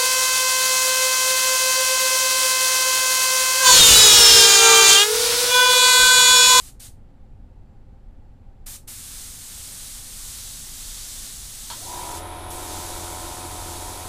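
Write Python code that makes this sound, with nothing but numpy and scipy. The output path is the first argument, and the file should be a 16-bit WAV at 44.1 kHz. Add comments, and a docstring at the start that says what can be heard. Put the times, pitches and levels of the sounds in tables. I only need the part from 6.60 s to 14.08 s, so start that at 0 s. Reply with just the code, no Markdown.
"""A spray gun mists paint on a motorcycle tank in an open-sided workshop, over a low outdoor rumble.
It gives three short test puffs of coloured noise, the first already under way, then a long first pass.
During that pass something bumps softly, then a compressor's switch clacks; its motor whines and buzzes
as it runs up, and its piston drones on as a sum of crank-rate multiples, with puffs and hiss of air.
A second long pass follows over the drone; the sound is mono."""
import sys
import numpy as np
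from scipy import signal
from scipy.fft import rfft, irfft, next_fast_len
from scipy.io import wavfile
from scipy.ndimage import map_coordinates

SR = 44100
rng = np.random.default_rng(int(sys.argv[2]) if len(sys.argv) > 2 else 0)


def materialize(psi):
    """Save the field psi as 16-bit PCM at rate SR to the path in sys.argv[1].

    A 1-D psi becomes a single channel; in a 2-D psi each row is a channel.
    """
    bounded = np.clip(np.atleast_2d(psi).T, -1, 1)
    quanta = np.round(bounded * 32767).astype(np.int16)
    wavfile.write(sys.argv[1], SR, quanta)


N = 329868


def amp(db):
    """Decibels to gain."""
    return 10 ** (np.asarray(db) / 20)


def unit(x):
    """Scale to rms 1."""
    return x / np.sqrt(np.mean(x ** 2) + 1e-20)


def clock():
    """Time of each sample in seconds."""
    return np.arange(N) / SR


def wobble(rate):
    """A smooth random curve through `rate` random knots a second."""
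    coarse = clock()[::64]
    knots = rng.standard_normal(int(N * rate / SR) + 4)
    return np.interp(clock(), coarse, map_coordinates(knots, [coarse * rate]))


def filtered(x, response):
    """x times a complex response of frequency, padded so that tails do not wrap round."""
    m = 2 * next_fast_len(N // 2 + SR // 4)
    return irfft(rfft(x, m) * response(np.fft.rfftfreq(m, 1 / SR)), m)[:N]


def colour(points):
    """Causal response through (Hz, dB) points on a log frequency axis."""
    f, db = np.transpose(points)

    def response(hz):
        log_gain = np.log(amp(np.interp(np.log(hz + 1), np.log(f + 1), db)))
        # folding the cepstrum forward in time gives minimum phase
        cepstrum = irfft(log_gain)
        cepstrum[1:len(hz) - 1] *= 2
        cepstrum[len(hz):] = 0
        return np.exp(rfft(cepstrum))
    return response


def resonances(modes):
    """Causal response of (Hz, width in Hz, dB) modes, added with alternating sign."""
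    def response(f):
        total = 0
        for k, (centre, width, db) in enumerate(modes):
            damping = 1j * f * width
            total = total + (-1) ** k * amp(db) * damping / (centre * centre - f * f + damping)
        return total
    return response


def noise(response, gate=1):
    """Gated white noise through a response, rms 1."""
    return unit(filtered(gate * rng.standard_normal(N), response))


def decay(start, t60):
    """An envelope that jumps to 1 and falls 60 dB in t60 seconds."""
    age = clock() - start
    return (age >= 0) * amp(-60 * np.maximum(age, 0) / t60)


def fall(stop, t60):
    """An envelope that holds at 1 until stop, then falls 60 dB in t60 seconds."""
    return amp(-60 * np.maximum(clock() - stop, 0) / t60)


# Colour of the outdoor rumble. Each row: frequency in Hz, density in dB per Hz.
OUTDOOR_COLOUR = [(11, -6.5), (18, -3), (34, -1.5), (66, -10), (97, -12), (125, -22), (227, -26.5),
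                  (309, -35), (346, -28), (471, -34), (781, -43), (1010, -67), (1100, -46.5), (1260, -44),
                  (15000, -71)]
# Distant drone and faint shrilling. Each row: centre in Hz, width in Hz, level in dB.
YARD_MODES = [(24.2, 3.2, 15.5), (108.4, 51, 1), (258.5, 78, -6), (522, 30, -12.5), (803, 131, -16),
              (4630, 560, -47), (7300, 260, -43.5)]


def background(rumble_db=-45, hum_db=-49):
    """Outdoor rumble, its level wavering slightly, with a faint far hum from resonated noise."""
    rumble = amp(rumble_db + 0.19 * wobble(4.02)) * noise(colour(OUTDOOR_COLOUR))
    return rumble + amp(hum_db) * noise(resonances(YARD_MODES))


# Trigger pulls. Each row: open in seconds, close in seconds, level in dB, air surge in dB.
TRIGGER_PULLS = [(-.1, 0.089, -4.5, 4), (0.197, 0.27, -2.5, -9), (2.062, 2.156, 1.5, 4.5),
                 (2.275, 5.583, 1.5, 4), (5.901, 7.601, 1, 3)]
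# Colours of the air jet, the paint mist and the opening surge.
# Each row: frequency in Hz, density in dB per Hz.
JET_COLOUR = [(200, -23.5), (600, -16), (1200, -10.5), (2500, -9.5), (3700, -4.5), (5500, -4), (7200, 0),
              (8600, 0.5), (10000, -0.5), (11500, -4.5), (13500, -7), (15400, -10)]
MIST_COLOUR = [(200, -13.5), (600, -14), (1800, -12.5), (2600, -12.5), (3600, 0.5), (4600, 0), (5600, 0),
               (6600, 1.5), (8000, -4.5), (12000, -31)]
SURGE_COLOUR = [(400, -6.5), (1200, -7), (2500, -4), (4000, -3.5), (7500, -6), (10000, 5), (12000, 4.5),
                (14700, -2)]
# The hiss swells as the gun swings. Each row: time in seconds, hiss in dB.
# Only the swing relative to REFERENCE_HISS_DB is used, scaled for each layer.
FIRST_PASS_HISS = [(2.33, -42), (2.38, -42.5), (2.59, -40.5), (2.77, -43.5), (2.98, -41), (3.39, -40.5),
                   (3.42, -43.5), (3.69, -39), (4.13, -42.5), (4.21, -40), (4.65, -39.5), (4.81, -42.5),
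                   (5.23, -40), (5.55, -41.5)]
SECOND_PASS_HISS = [(5.96, -41.5), (5.972, -42.5), (6.118, -38.5), (6.848, -42.5), (7.124, -40.5),
                    (7.46, -43)]
REFERENCE_HISS_DB = -39  # near the loudest swings
JET_SWING, MIST_SWING = 0.74, 1.3  # dB of each layer per dB of swing
APPROACH_S, REACHED_S = 3.7, 3.8  # the gun is brought up to the tank
OFF_TANK_DB = -4  # less mist strikes before that
PAINT_RISE_S = 0.14  # time constant of the paint following the air into each pull
# strongest band of the jet: lower when aimed squarely
FOCUS_HZ, FOCUS_HZ_PER_DB, FOCUS_OFF_TANK_HZ = 7710, -130, 348.7


def focus_band(swing_db, off_tank, width_hz=700):
    """The jet's strongest band is low-passed noise shifted up in pitch, sliding as the nozzle turns."""
    low_noise = noise(lambda hz: 1 / (1 + (hz / width_hz) ** 2) + 0j)
    focus_hz = FOCUS_HZ + FOCUS_HZ_PER_DB * swing_db + FOCUS_OFF_TANK_HZ * off_tank
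    shift_turns = np.cumsum(focus_hz - width_hz / 2) / SR
    return unit(np.real(signal.hilbert(low_noise) * np.exp(2j * np.pi * shift_turns)))


def spray(closing_t60=0.15, surge_t60=0.55, jet_db=-38.5, focus_db=-51, mist_db=-44.0, surge_db=-43):
    """Air tears paint from the nozzle; hose pressure brightens each start, and aim colours the rest."""
    opening_s = .009
    t, valve, surge, paint = clock(), np.zeros(N), np.zeros(N), np.zeros(N)
    for opens, closes, db, extra_db in TRIGGER_PULLS:
        opened = np.clip((t - opens) / opening_s + .5, 0, 1) ** 2
        flow = opened * fall(closes, closing_t60)
        valve += amp(db) * flow
        surge += amp(extra_db) * flow * decay(opens, surge_t60)
        paint += amp(db) * flow * (1 - np.exp(-np.maximum(t - opens, 0) / PAINT_RISE_S))
    swing_s, hiss_db = np.transpose(np.vstack([FIRST_PASS_HISS, SECOND_PASS_HISS]))
    swing_db = np.interp(t, swing_s, hiss_db) - REFERENCE_HISS_DB
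    off_tank = np.clip((REACHED_S - t) / (REACHED_S - APPROACH_S), 0, 1)

    jet = amp(jet_db) * noise(colour(JET_COLOUR)) + amp(focus_db) * focus_band(swing_db, off_tank)
    jet = amp(JET_SWING * swing_db) * jet
    mist_level = amp(mist_db + MIST_SWING * swing_db + OFF_TANK_DB * off_tank)
    mist = mist_level * noise(colour(MIST_COLOUR))
    return valve * jet + paint * mist + amp(surge_db) * surge * noise(colour(SURGE_COLOUR))


# Soft handling bump. Each row: time in seconds, level in dB.
SOFT_BUMPS = [(3.075, -50)]


def bump(t60=0.25):
    """Something bumps softly nearby: a dull burst of noise dies away."""
    dull = noise(colour([(80, -15), (200, -4), (600, 2), (900, -16), (3000, -40)]))
    return dull * sum(amp(db) * decay(s, t60) for s, db in SOFT_BUMPS)


# Switch clack and its bounce. Each row: time in seconds, level in dB.
SWITCH_CLACKS = [(5.101, -33.5), (5.121, -57)]
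# Ringing of the compressor's case. Each row: centre in Hz, width in Hz, level in dB.
CASE_MODES = [(970, 80, 10), (1240, 110, -8), (1333, 42, 7.5), (3280, 91, 5), (3940, 120, -2),
              (4160, 180, -16), (4370, 160, 3.5), (4840, 37, -3), (5300, 74, 2)]


def clack(t60=0.2, ring_db=1, crack_db=-1):
    """The pressure switch snaps, a burst of broad noise, and jolts the case's resonances."""
    crack = noise(colour([(150, -7), (400, -13), (900, 4), (1400, 0.0), (2200, -5), (4500, -3),
                          (7000, -3), (14000, -18)]))
    snap = sum(amp(db) * decay(s, t60) for s, db in SWITCH_CLACKS)
    return snap * (amp(ring_db) * noise(resonances(CASE_MODES)) + amp(crack_db) * crack)


SWITCH_ON_S = 5.1  # the motor starts
# crank turns a second: first jerk, acceleration, full speed
KICK_HZ, SPIN_UP_HZ_PER_S, CRANK_HZ = 10, 90, 43.05


def crank():
    """The shaft gains speed evenly, then levels off: its share of full speed, and its turns so far."""
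    knee, unevenness_turns = 12, .006
    age = clock() - SWITCH_ON_S
    ramp = (age > 0) * (KICK_HZ + SPIN_UP_HZ_PER_S * np.abs(age)) / CRANK_HZ
    speed = ramp / (1 + ramp ** knee) ** (1 / knee)
    turns = CRANK_HZ * np.cumsum(speed) / SR + unevenness_turns * wobble(24)
    return speed, turns


# The motor's whine. Each row: multiple of the crank rate, level in dB.
WHINE_ORDERS = [(16, -4), (35, -3)]
CUT_OUT_S = 5.555  # the motor's starting winding drops out
BUZZ_S, BUZZ_ATTACK_S, BUZZ_RELEASE_T60 = 5.225, .125, .1  # the housing buzzes until the cut-out


def run_up(speed, turns, housing_hz=972, whine_db=-47.5, buzz_db=-38, whine_rise_s=.08):
    """The starting motor whines roughly upwards, less near full speed, and its housing buzzes in beats."""
    beat_hz, bite = 52, .9
    beat_rough, buzz_rough, whine_rough = .4, .3, .7  # phase unevenness in radians
    t = clock()
    since = t - SWITCH_ON_S
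    whine = sum(amp(db) * np.sin(2 * np.pi * k * turns + whine_rough * wobble(90))
                for k, db in WHINE_ORDERS)
    slip = np.clip(since / whine_rise_s, 0, 1) * (1 - speed) ** 2

    beats = np.exp(-bite * np.cos(2 * np.pi * beat_hz * since + beat_rough * wobble(30)))
    buzz = beats * np.sin(2 * np.pi * housing_hz * since + buzz_rough * wobble(45))
    strain = np.clip((t - BUZZ_S) / BUZZ_ATTACK_S, 0, 1) * fall(CUT_OUT_S, BUZZ_RELEASE_T60)
    return slip * amp(whine_db) * unit(whine) + strain * amp(buzz_db) * unit(buzz)


# Drone of the pump. Each row: multiple of the crank rate, level in dB at full speed.
PUMP_ORDERS = [(1, -9), (2, 4), (4, -13), (7, -10), (8, -2.5), (9, -11), (10, -10), (12, -11), (13, -8),
               (14, -6.5), (15, -9), (17, 1.5), (20, -1.5), (22, .5), (23, -11), (24, -2), (26, -12),
               (29, -11), (30, -12), (31, -13), (32, -14), (34, -16), (35, -15)]
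DRONE_DB, DRONE_FADE_DB_PER_S = -34.5, 0.63  # the pump's level at switch-on and its easing
SPEED_POWER = 1.57  # the drone's growth with speed


def piston_drone(speed, turns):
    """Multiples of the crank rate climb through the case's fixed resonances; higher ones tremble more."""
    phase_spread, rough = .11, .09  # radians
    running = speed > 0
    orders, order_db = np.transpose(PUMP_ORDERS)
    drone = 0
    for k in orders:
        phase = 2 * np.pi * k * turns - phase_spread * k * k + rough * np.sqrt(k) * wobble(45)
        drone = drone + amp(np.interp(k * speed, orders, order_db)) * np.cos(phase)
    # rms 1 while running
    drone = unit(drone * running) * np.sqrt(running.mean())
    return speed ** SPEED_POWER * drone


# Colours of the intake puffs and of air hissing through the pipework.
# Each row: frequency in Hz, density in dB per Hz.
CHUFF_COLOUR = [(50, 9), (90, 8), (200, -6), (335, 6.5), (450, -2), (600, 1.5), (800, 0.5), (980, 4.5),
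                (1180, -6.5), (1280, -1), (1500, -5.5), (1700, -9), (3000, -24.5)]
PIPE_COLOUR = [(600, -36), (1400, -23), (1800, -1.5), (2800, -4.5), (3500, -1), (4400, -7), (7000, -11),
               (9200, -6), (11500, -3), (14000, -35)]
# Whistling of the valves. Each row: centre in Hz, width in Hz, level in dB.
VALVE_MODES = [(2285, 50, -3), (2550, 70, -7), (3400, 200, -9), (3785, 60, -1), (9000, 300, -10),
               (10290, 170, 0), (10770, 130, 2.5)]


def pump_air(turns, chuff_db=-6.2, pipe_db=-11, valve_db=-12, start_s=5.17, rise_s=.23):
    """Air builds up as two noise puffs a turn and a steady hiss in the pipe and valves."""
    bite = .7
    puffs = np.exp(bite * np.sin(2 * 2 * np.pi * turns))
    air = amp(chuff_db) * noise(colour(CHUFF_COLOUR), puffs)
    air += amp(pipe_db) * noise(colour(PIPE_COLOUR))
    air += amp(valve_db) * noise(resonances(VALVE_MODES))
    return np.clip((clock() - start_s) / rise_s, 0, 1) * air


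def pump(speed, turns, drone_db=-3):
    """The piston's drone grows with speed and its air joins in; both ease off slowly together."""
    level = amp(DRONE_DB - DRONE_FADE_DB_PER_S * (clock() - SWITCH_ON_S))
    return level * (amp(drone_db) * piston_drone(speed, turns) + pump_air(turns))


def compressor():
    """Motor and pump share one shaft."""
    speed, turns = crank()
    return run_up(speed, turns) + pump(speed, turns)


def workshop(x, t60=0.24, wet_db=-14):
    """A short, weak answer from the roof and the wall: a decaying noise tail."""
    t = np.arange(SR // 2) / SR
    tail = rng.standard_normal(len(t)) * amp(-60 * t / t60) * (t > .005)
    return x + amp(wet_db) * signal.fftconvolve(x, tail / np.linalg.norm(tail))[:N]


def scene():
    """All sources, alike in both channels; only spray, bump and clack get the workshop's answer."""
    mono = background() + workshop(spray() + bump() + clack()) + compressor()
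    return np.array([mono, mono])


def record(dry):
    """The treble is cut off steeply around the band limit."""
    top_hz, slope_hz = 15500, 300
    band = lambda hz: np.clip((top_hz - hz) / slope_hz + .5, 0, 1) ** 2
    return np.array([filtered(channel, band) for channel in dry])


dry = scene()
out = record(dry)
materialize(out)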